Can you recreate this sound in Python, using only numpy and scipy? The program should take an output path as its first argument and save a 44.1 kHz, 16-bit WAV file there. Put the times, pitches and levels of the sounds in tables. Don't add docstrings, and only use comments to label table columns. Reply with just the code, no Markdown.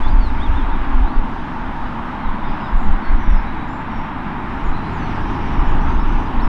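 import sys
import numpy as np
from scipy import signal
from scipy.fft import rfft, irfft
from scipy.io import wavfile
from scipy.ndimage import uniform_filter1d, map_coordinates

SR = 44100
rng = np.random.default_rng(int(sys.argv[2]) if len(sys.argv) > 2 else 0)


def waveform_to_disk(signal):
    frames = np.transpose(np.atleast_2d(signal))
    scaled = np.clip(frames, -1, 1) * 32767
    samples = np.round(scaled).astype(np.int16)
    wavfile.write(sys.argv[1], SR, samples)


N = 285768
HOP = 256
TIME = np.arange(N) / SR
FRAME_S = np.arange(N // HOP + 3) * HOP / SR
BIN_HZ = np.fft.rfftfreq(8 * HOP, 1 / SR)

# [f/Hz, relative level per Hz/dB]
AIR_COLOUR = [(1500, -8), (3500, 15.5), (4500, 14), (5500, 10), (6500, 3), (7500, -0.5), (9000, -2),
              (11000, -4)]
# [t/s, band level/dB before frame overlap]
AIR_LEVEL = [(0.0, -69), (1.0, -71), (2.5, -72), (3.5, -73), (4.3, -72), (5.0, -69), (6.48, -69)]

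# [t/s, slow push level/dB, quick flutter level/dB]
BREEZE = [(0, -22, -30.5), (1.4, -25, -35), (2.15, -30, -37), (3.55, -23, -32.5), (4.25, -29, -34),
          (5.5, -23, -28.5), (6.48, -21, -30)]
BREEZE_SWAY_DB, BREEZE_SWAY_HZ = 2, 3.9
# [t/s, hold/s, slow push level/dB, quick flutter level/dB]
GUSTS = [(0.025, 0.037, -9.5, -35), (.1, .09, -8, -15), (0.216, 0.199, -15.5, -23),
         (0.492, 0.075, -12, -16.5), (0.611, 0.202, -15, -25), (0.91, 0.135, -9, -21.5),
         (1.17, 0.036, -9, -25), (1.796, 0.056, -21, -35), (2.27, 0.045, -14, -32), (2.448, .07, -16, -33),
         (2.739, 0.059, -9.5, -29), (2.87, 0.061, -6, -24), (3.1, 0.061, -7.5, -26.5),
         (3.281, 0.089, -7.5, -23.5), (3.963, 0.046, -20.5, -44), (4.659, 0.09, -13, -32),
         (5.222, 0.054, -19.5, -30.5), (5.589, 0.212, -11, -23.5), (5.854, .14, -15.5, -23),
         (6.037, .14, -13, -26), (6.38, .07, -11, -22.5)]
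GUST_RISE_S, GUST_FALL_S = 0.02167, 0.03236
# [f/Hz, relative level per Hz/dB]
GUST_COLOUR = [(3, -25.5), (10, -3.5), (18, 4.5), (28, -0.5), (40, -7), (65, -15.5), (100, -30),
               (160, -39.5), (400, -69), (1500, -110)]

# [t/s, length/s, start f/Hz, middle f/Hz, end f/Hz, level/dB at the note's crest]
WHISTLES = [(.028, .052, 3400, 3430, 3640, -42.5), (.07, .022, 3460, 4020, 4720, -46),
            (.088, .052, 4750, 4760, 4700, -55), (.198, .13, 4650, 4180, 3320, -47),
            (.395, .09, 3000, 3720, 3040, -41), (.535, .085, 3100, 3680, 3100, -44),
            (.705, .06, 3350, 3700, 3350, -47.5), (1.04, .075, 3600, 3900, 4430, -52),
            (1.105, .12, 4350, 4560, 3650, -61), (1.37, .049, 3300, 3700, 4000, -54),
            (2.215, .12, 4350, 3760, 3300, -54.5), (2.425, .08, 3350, 3660, 3180, -49.5),
            (2.63, .066, 3900, 3700, 3200, -50), (4.97, .035, 4800, 4850, 4500, -56.5),
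            (5, 0.12, 4450, 4360, 4080, -55.5), (5.885, .035, 4900, 4780, 4600, -58),
            (5.995, .04, 5100, 5350, 5400, -55.5), (6.25, .035, 4800, 4900, 4850, -57),
            (6.39, .025, 3470, 3830, 4700, -45), (6.415, .05, 5420, 5340, 5020, -53)]
# [t/s, length/s, start f/Hz, end f/Hz, crest level/dB before distance loss, trill depth/Hz]
SONG = [(0.223, 0.088, 8600, 8500, -71, 150), (2.44, .12, 4900, 5020, -59.5, 220),
        (2.58, 0.14, 5000, 5030, -59.5, 180), (2.72, .15, 7650, 7700, -69.5, 120),
        (2.75, .17, 7000, 6850, -67, 150), (3.019, .087, 4430, 4230, -52.5, 120),
        (3.184, .1, 6000, 5710, -58, 130), (3.28, 0.069, 5650, 5630, -60, 30),
        (3.315, 0.11, 5230, 5100, -57, 120), (3.44, 0.078, 3900, 3850, -51.5, 30),
        (3.56, .09, 3860, 3820, -52.5, 33), (3.67, .11, 7120, 7240, -62.5, 40),
        (3.897, .11, 5580, 5500, -58.5, 19), (4.636, .045, 7400, 6400, -60, 150),
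        (4.731, 0.044, 3860, 4120, -46, 110), (4.834, .04, 3920, 4130, -47.5, 100),
        (4.92, 0.054, 7500, 6350, -62, 120), (4.968, .11, 6130, 5850, -57, 50),
        (5.29, .036, 5400, 7000, -61, 110), (5.66, .084, 6800, 6780, -61, 44),
        (5.8, .041, 5400, 6150, -55, 59), (5.86, 0.1, 6150, 6140, -60.5, 25),
        (6.05, .11, 5960, 6070, -60, 30), (6.177, 0.053, 6080, 5850, -58, 150)]
TWITTER_S, TWITTER_STEP_S, TWITTER_NOTE_S, TWITTER_DB = 5.08, 0.062, 0.047, -55
TWITTER_TOP_HZ, TWITTER_END_HZ, TWITTER_SCATTER_HZ, TWITTER_TRILL_HZ = 5920, 4790, 201, 300

# [t/s, f/Hz, level/dB before each harmonic's offset]
HUM = [(0, 52.3, -56), (3.5, 50.5, -42.5), (4, 50.5, -41), (4.5, 50.3, -40), (4.8, 50.03, -32),
       (5.5, 50, -29.5), (5.9, 49.77, -31), (6.2, 49.3, -33), (6.48, 49.8, -42.5)]
# [multiple of the fundamental, level offset/dB]
HUM_HARMONICS = [(2, -3.5), (3, -4), (4, -8.5)]
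# [t/s, f/Hz, level/dB]
WHINE = [(0, 900, -51.5), (.9, 907, -45), (1.6, 919, -38.5), (2.6, 935, -48), (4, 945, -53),
         (6.48, 908, -55)]

# [t/s, share of the fuller sound/1, f/Hz of its hollow resonance,
# height of that resonance/dB]
ROAR = [(0, 0.06, 247, 4.5), (.8, 0.57, 258, 7), (1.6, 0, 247, 8.5), (2.4, 0, 223.1, 6.5),
        (3.2, 0.14, 224, 6.5), (4.2, 0.27, 221, 6), (5, 0.73, 226, 1.5), (5.6, 0.92, 214, 0.5),
        (6.48, 0.75, 218, 4.5)]
# [t/s, level/dB]
CARRY = [(0, 0), (.25, -2), (.8, 1), (1.3, -1.2), (2.1, .3), (2.75, 0.95), (3.3, -1.14), (4.7, 0),
         (5.35, 1), (5.7, 3), (6.05, 0.9), (6.48, 2)]
# [f/Hz, relative level per Hz/dB]
EXHAUST_THIN = [(20, -9), (60, -3.5), (100, -5.5), (135, -3.5), (200, -2), (260, -3.5), (330, -5.5),
                (400, -13), (470, -16.5), (600, -31.5), (1200, -61.5)]
# [f/Hz, relative level per Hz/dB]
EXHAUST_FULL = [(20, -12), (60, -0.5), (125, -3), (200, -2), (250, 1.5), (315, 0.5), (380, -6), (450, -11),
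                (520, -27), (650, -22), (1200, -60.5)]
EXHAUST_DB, EXHAUST_SWELL, FULL_GAIN_DB = -25.5, 0.45, 2.4

# [f/Hz, relative level per Hz/dB]
INTAKE_COLOUR = [(450, -22), (560, -15), (700, -10.5), (800, -6), (890, -1.5), (980, -4), (1150, -7),
                 (1350, -9.5), (1600, -11.5), (2100, -17), (3000, -23.5), (3800, -29), (4300, -40.5),
                 (5500, -57)]
# [t/s, centre f/Hz, height/dB]
LOBE = [(0, 950, -0.5), (1, 1000, 1), (2.3, 1300, -0.5), (2.8, 1730, 0), (3.3, 2060, 4), (4, 2100, 2.5),
        (4.7, 2120, 2), (5.3, 2580, 3), (6.48, 2700, 2)]
# [t/s, level/dB]
EDGE = [(0, -3), (.65, -1.5), (1.3, -4.5), (2.4, -4), (3.2, -3.5), (3.9, -5.5), (4.4, -4), (5.15, -2.5),
        (6.48, -4)]
INTAKE_DB, EDGE_STEADINESS = -24, .6
SHOULDER_HZ, SHOULDER_DB = 750, 0.7


def gain_of(db):
    return 10 ** (np.asarray(db) / 20)


def evened(x):
    return x / np.sqrt(np.mean(x ** 2) + 1e-20)


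def read(points, hz):
    f, value = np.transpose(points)
    return np.interp(np.log(hz + 1), np.log(f + 1), value)


def follow(rows, t):
    s, *columns = np.transpose(rows)
    return [np.interp(t, s, c) for c in columns]


def octaves_from(centre_hz):
    return np.log2((BIN_HZ + 1) / centre_hz)


def add(mix, s, sound):
    part = mix[max(round(s * SR), 0):][:len(sound)]
    part += sound[:len(part)]


def coloured(db):
    white = rfft(rng.standard_normal(N))
    return evened(irfft(white * gain_of(db(np.fft.rfftfreq(N, 1 / SR))), N))


def wander(rate_hz):
    return coloured(lambda hz: -10 * (hz / rate_hz) ** 2)


def turbulence(colour_db, level_db, band_hz, patchy_db):
    real, imaginary, patches = rng.standard_normal((3, len(FRAME_S), len(BIN_HZ)))
    patches = uniform_filter1d(patches, size=20, axis=0)
    patches = evened(uniform_filter1d(patches, size=18, axis=1))
    size = gain_of(colour_db + patchy_db * patches)
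    inside = (BIN_HZ > band_hz[0]) & (BIN_HZ < band_hz[1])
    size /= np.sqrt((size[:, inside] ** 2).sum(axis=1, keepdims=True))
    spectra = (real + 1j * imaginary) * size * gain_of(level_db)[:, None]
    return signal.istft(spectra.T, nperseg=2048, noverlap=2048 - HOP)[1][:N]


def air():
    level_db, = follow(AIR_LEVEL, FRAME_S)
    return turbulence(read(AIR_COLOUR, BIN_HZ), level_db, (8800, 10800), patchy_db=1.7)


def gusts():
    breeze_db = np.array(follow(BREEZE, TIME)) + BREEZE_SWAY_DB * wander(BREEZE_SWAY_HZ)
    power = gain_of(breeze_db) ** 2
    for s, hold, push_db, flutter_db in GUSTS:
        before, after = np.maximum(s - TIME, 0), np.maximum(TIME - s - hold, 0)
        shape = np.exp(-before / GUST_RISE_S - after / GUST_FALL_S)
        power = power + (gain_of([[push_db], [flutter_db]]) * shape) ** 2
    return np.sqrt(power)


def without_swells(x):
    return x / np.sqrt(uniform_filter1d(abs(signal.hilbert(x)) ** 2, size=3000) / 2)


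def wind(split_hz=48, full_gust_db=-9, speed_share=0.19):
    slow, quick = gusts()
    big = coloured(lambda hz: read(GUST_COLOUR, hz) - 10 * np.log10(1 + (hz / split_hz) ** 8))
    small = coloured(lambda hz: read(GUST_COLOUR, hz) - 10 * np.log10(1 + (split_hz / (hz + 1)) ** 8))
    travelled = np.cumsum((slow / gain_of(full_gust_db)) ** speed_share)
    big = map_coordinates(big, [travelled], order=3, mode="mirror")
    push = slow * without_swells(big) + quick * without_swells(small)
    return push / (1 + (push / .85) ** 6) ** (1 / 6)


def trees(x, t60):
    t = np.arange(SR) / SR
    struck = rng.random(SR) < 2000 / SR
    taps = rng.standard_normal(SR) * struck * gain_of(-60 * t / t60)
    return signal.oaconvolve(x, taps / np.linalg.norm(taps))[:N]


def bird(notes, jitter_hz, pointed=.4, trill_hz=110):
    out, jitter = np.zeros(N), jitter_hz * wander(140)
    for s, length, start, middle, end, db, *trill in notes:
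        t = np.arange(0, length, 1 / SR)
        when, pitches = [0, length / 2, length], [start, middle, end]
        rounded = np.polyval(np.polyfit(when, pitches, 2), t)
        hz = (1 - pointed) * rounded + pointed * np.interp(t, when, pitches)
        hz += sum(trill) * np.sin(2 * np.pi * (trill_hz * t + rng.random()))
        hz += np.roll(jitter, -round(s * SR))[:len(t)]
        swell = np.sqrt(np.abs(np.sin(np.pi * t / length)))
        add(out, s, np.sqrt(2) * gain_of(db) * swell * np.sin(2 * np.pi * np.cumsum(hz) / SR))
    return out


def far_notes(count=10):
    twitter = []
    for k, (a, b) in enumerate(TWITTER_SCATTER_HZ * rng.standard_normal((count, 2))):
        twitter.append((TWITTER_S + k * TWITTER_STEP_S, TWITTER_NOTE_S, TWITTER_TOP_HZ + a,
                        TWITTER_END_HZ + b, TWITTER_DB, TWITTER_TRILL_HZ))
    return [(s, length, start, (start + end) / 2, end, db, trill)
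            for s, length, start, end, db, trill in SONG + twitter]


def birds(near_echo_db=-14, far_db=-3, far_echo_db=-3.0):
    near = bird(WHISTLES, jitter_hz=20, pointed=0.51)
    far = bird(far_notes(), jitter_hz=40, trill_hz=85.3)
    echoes = trees(gain_of(near_echo_db) * near + gain_of(far_echo_db) * far, t60=0.42)
    return near + gain_of(far_db) * far + echoes


def tone(rows, multiple=1, waver_hz=1, fading_db=1):
    hz, db = follow(rows, TIME)
    turns = np.cumsum(multiple * hz + waver_hz * wander(4.31)) / SR
    return np.sqrt(2) * gain_of(db + fading_db * wander(5.7)) * np.sin(2 * np.pi * turns)


def rotors():
    hum = sum(gain_of(db) * tone(HUM, k, waver_hz=.5, fading_db=1) for k, db in HUM_HARMONICS)
    return hum + tone(WHINE, waver_hz=3.21, fading_db=0.0)


def exhaust(width_hz=22):
    fullness, hollow_hz, hollow_db = (c[:, None] for c in follow(ROAR, FRAME_S))
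    fullness = np.clip(fullness, 0, 1)
    colour_db = (1 - fullness) * read(EXHAUST_THIN, BIN_HZ) + fullness * read(EXHAUST_FULL, BIN_HZ)
    colour_db += hollow_db / (1 + ((BIN_HZ - hollow_hz) / width_hz) ** 2)
    colour_db -= 20 * np.log10(1 + (BIN_HZ / 1500) ** 2)
    carry_db, = follow(CARRY, FRAME_S)
    level_db = EXHAUST_DB + EXHAUST_SWELL * carry_db + FULL_GAIN_DB * fullness[:, 0]
    return turbulence(colour_db, level_db, (170, 420), patchy_db=0.73)


def intake(roll_off_db=40, lobe_octaves=0.22, shoulder_octaves=0.13):
    carry_db, = follow(CARRY, FRAME_S)
    fullness = follow(ROAR, FRAME_S)[0][:, None]
    edge_db = follow(EDGE, FRAME_S)[0] - EDGE_STEADINESS * carry_db
    lobe_hz, lobe_db = (c[:, None] for c in follow(LOBE, FRAME_S))
    edge_weight = read([(1100, 0.0075), (2300, 0.82)], BIN_HZ)
    octaves_out = np.maximum(octaves_from(5500), 0) + np.maximum(-octaves_from(450), 0)
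    colour_db = read(INTAKE_COLOUR, BIN_HZ) + edge_db[:, None] * edge_weight - roll_off_db * octaves_out
    colour_db += lobe_db * np.exp(-.5 * (octaves_from(lobe_hz) / lobe_octaves) ** 2)
    shoulder = np.exp(-.5 * (octaves_from(SHOULDER_HZ) / shoulder_octaves) ** 2)
    colour_db += fullness * SHOULDER_DB * shoulder
    return turbulence(colour_db, INTAKE_DB + carry_db, (650, 1700), patchy_db=0.83)


def scene():
    return (air() + wind() + birds() + rotors() + exhaust() + intake())[None]


def record(dry, edge_hz=11050):
    eased = dry * signal.windows.tukey(N, .001)
    low_pass = signal.firwin(511, edge_hz, window=("kaiser", 9), fs=SR)
    return signal.oaconvolve(eased, low_pass[None], "same")


dry = scene()
out = record(dry)
waveform_to_disk(out)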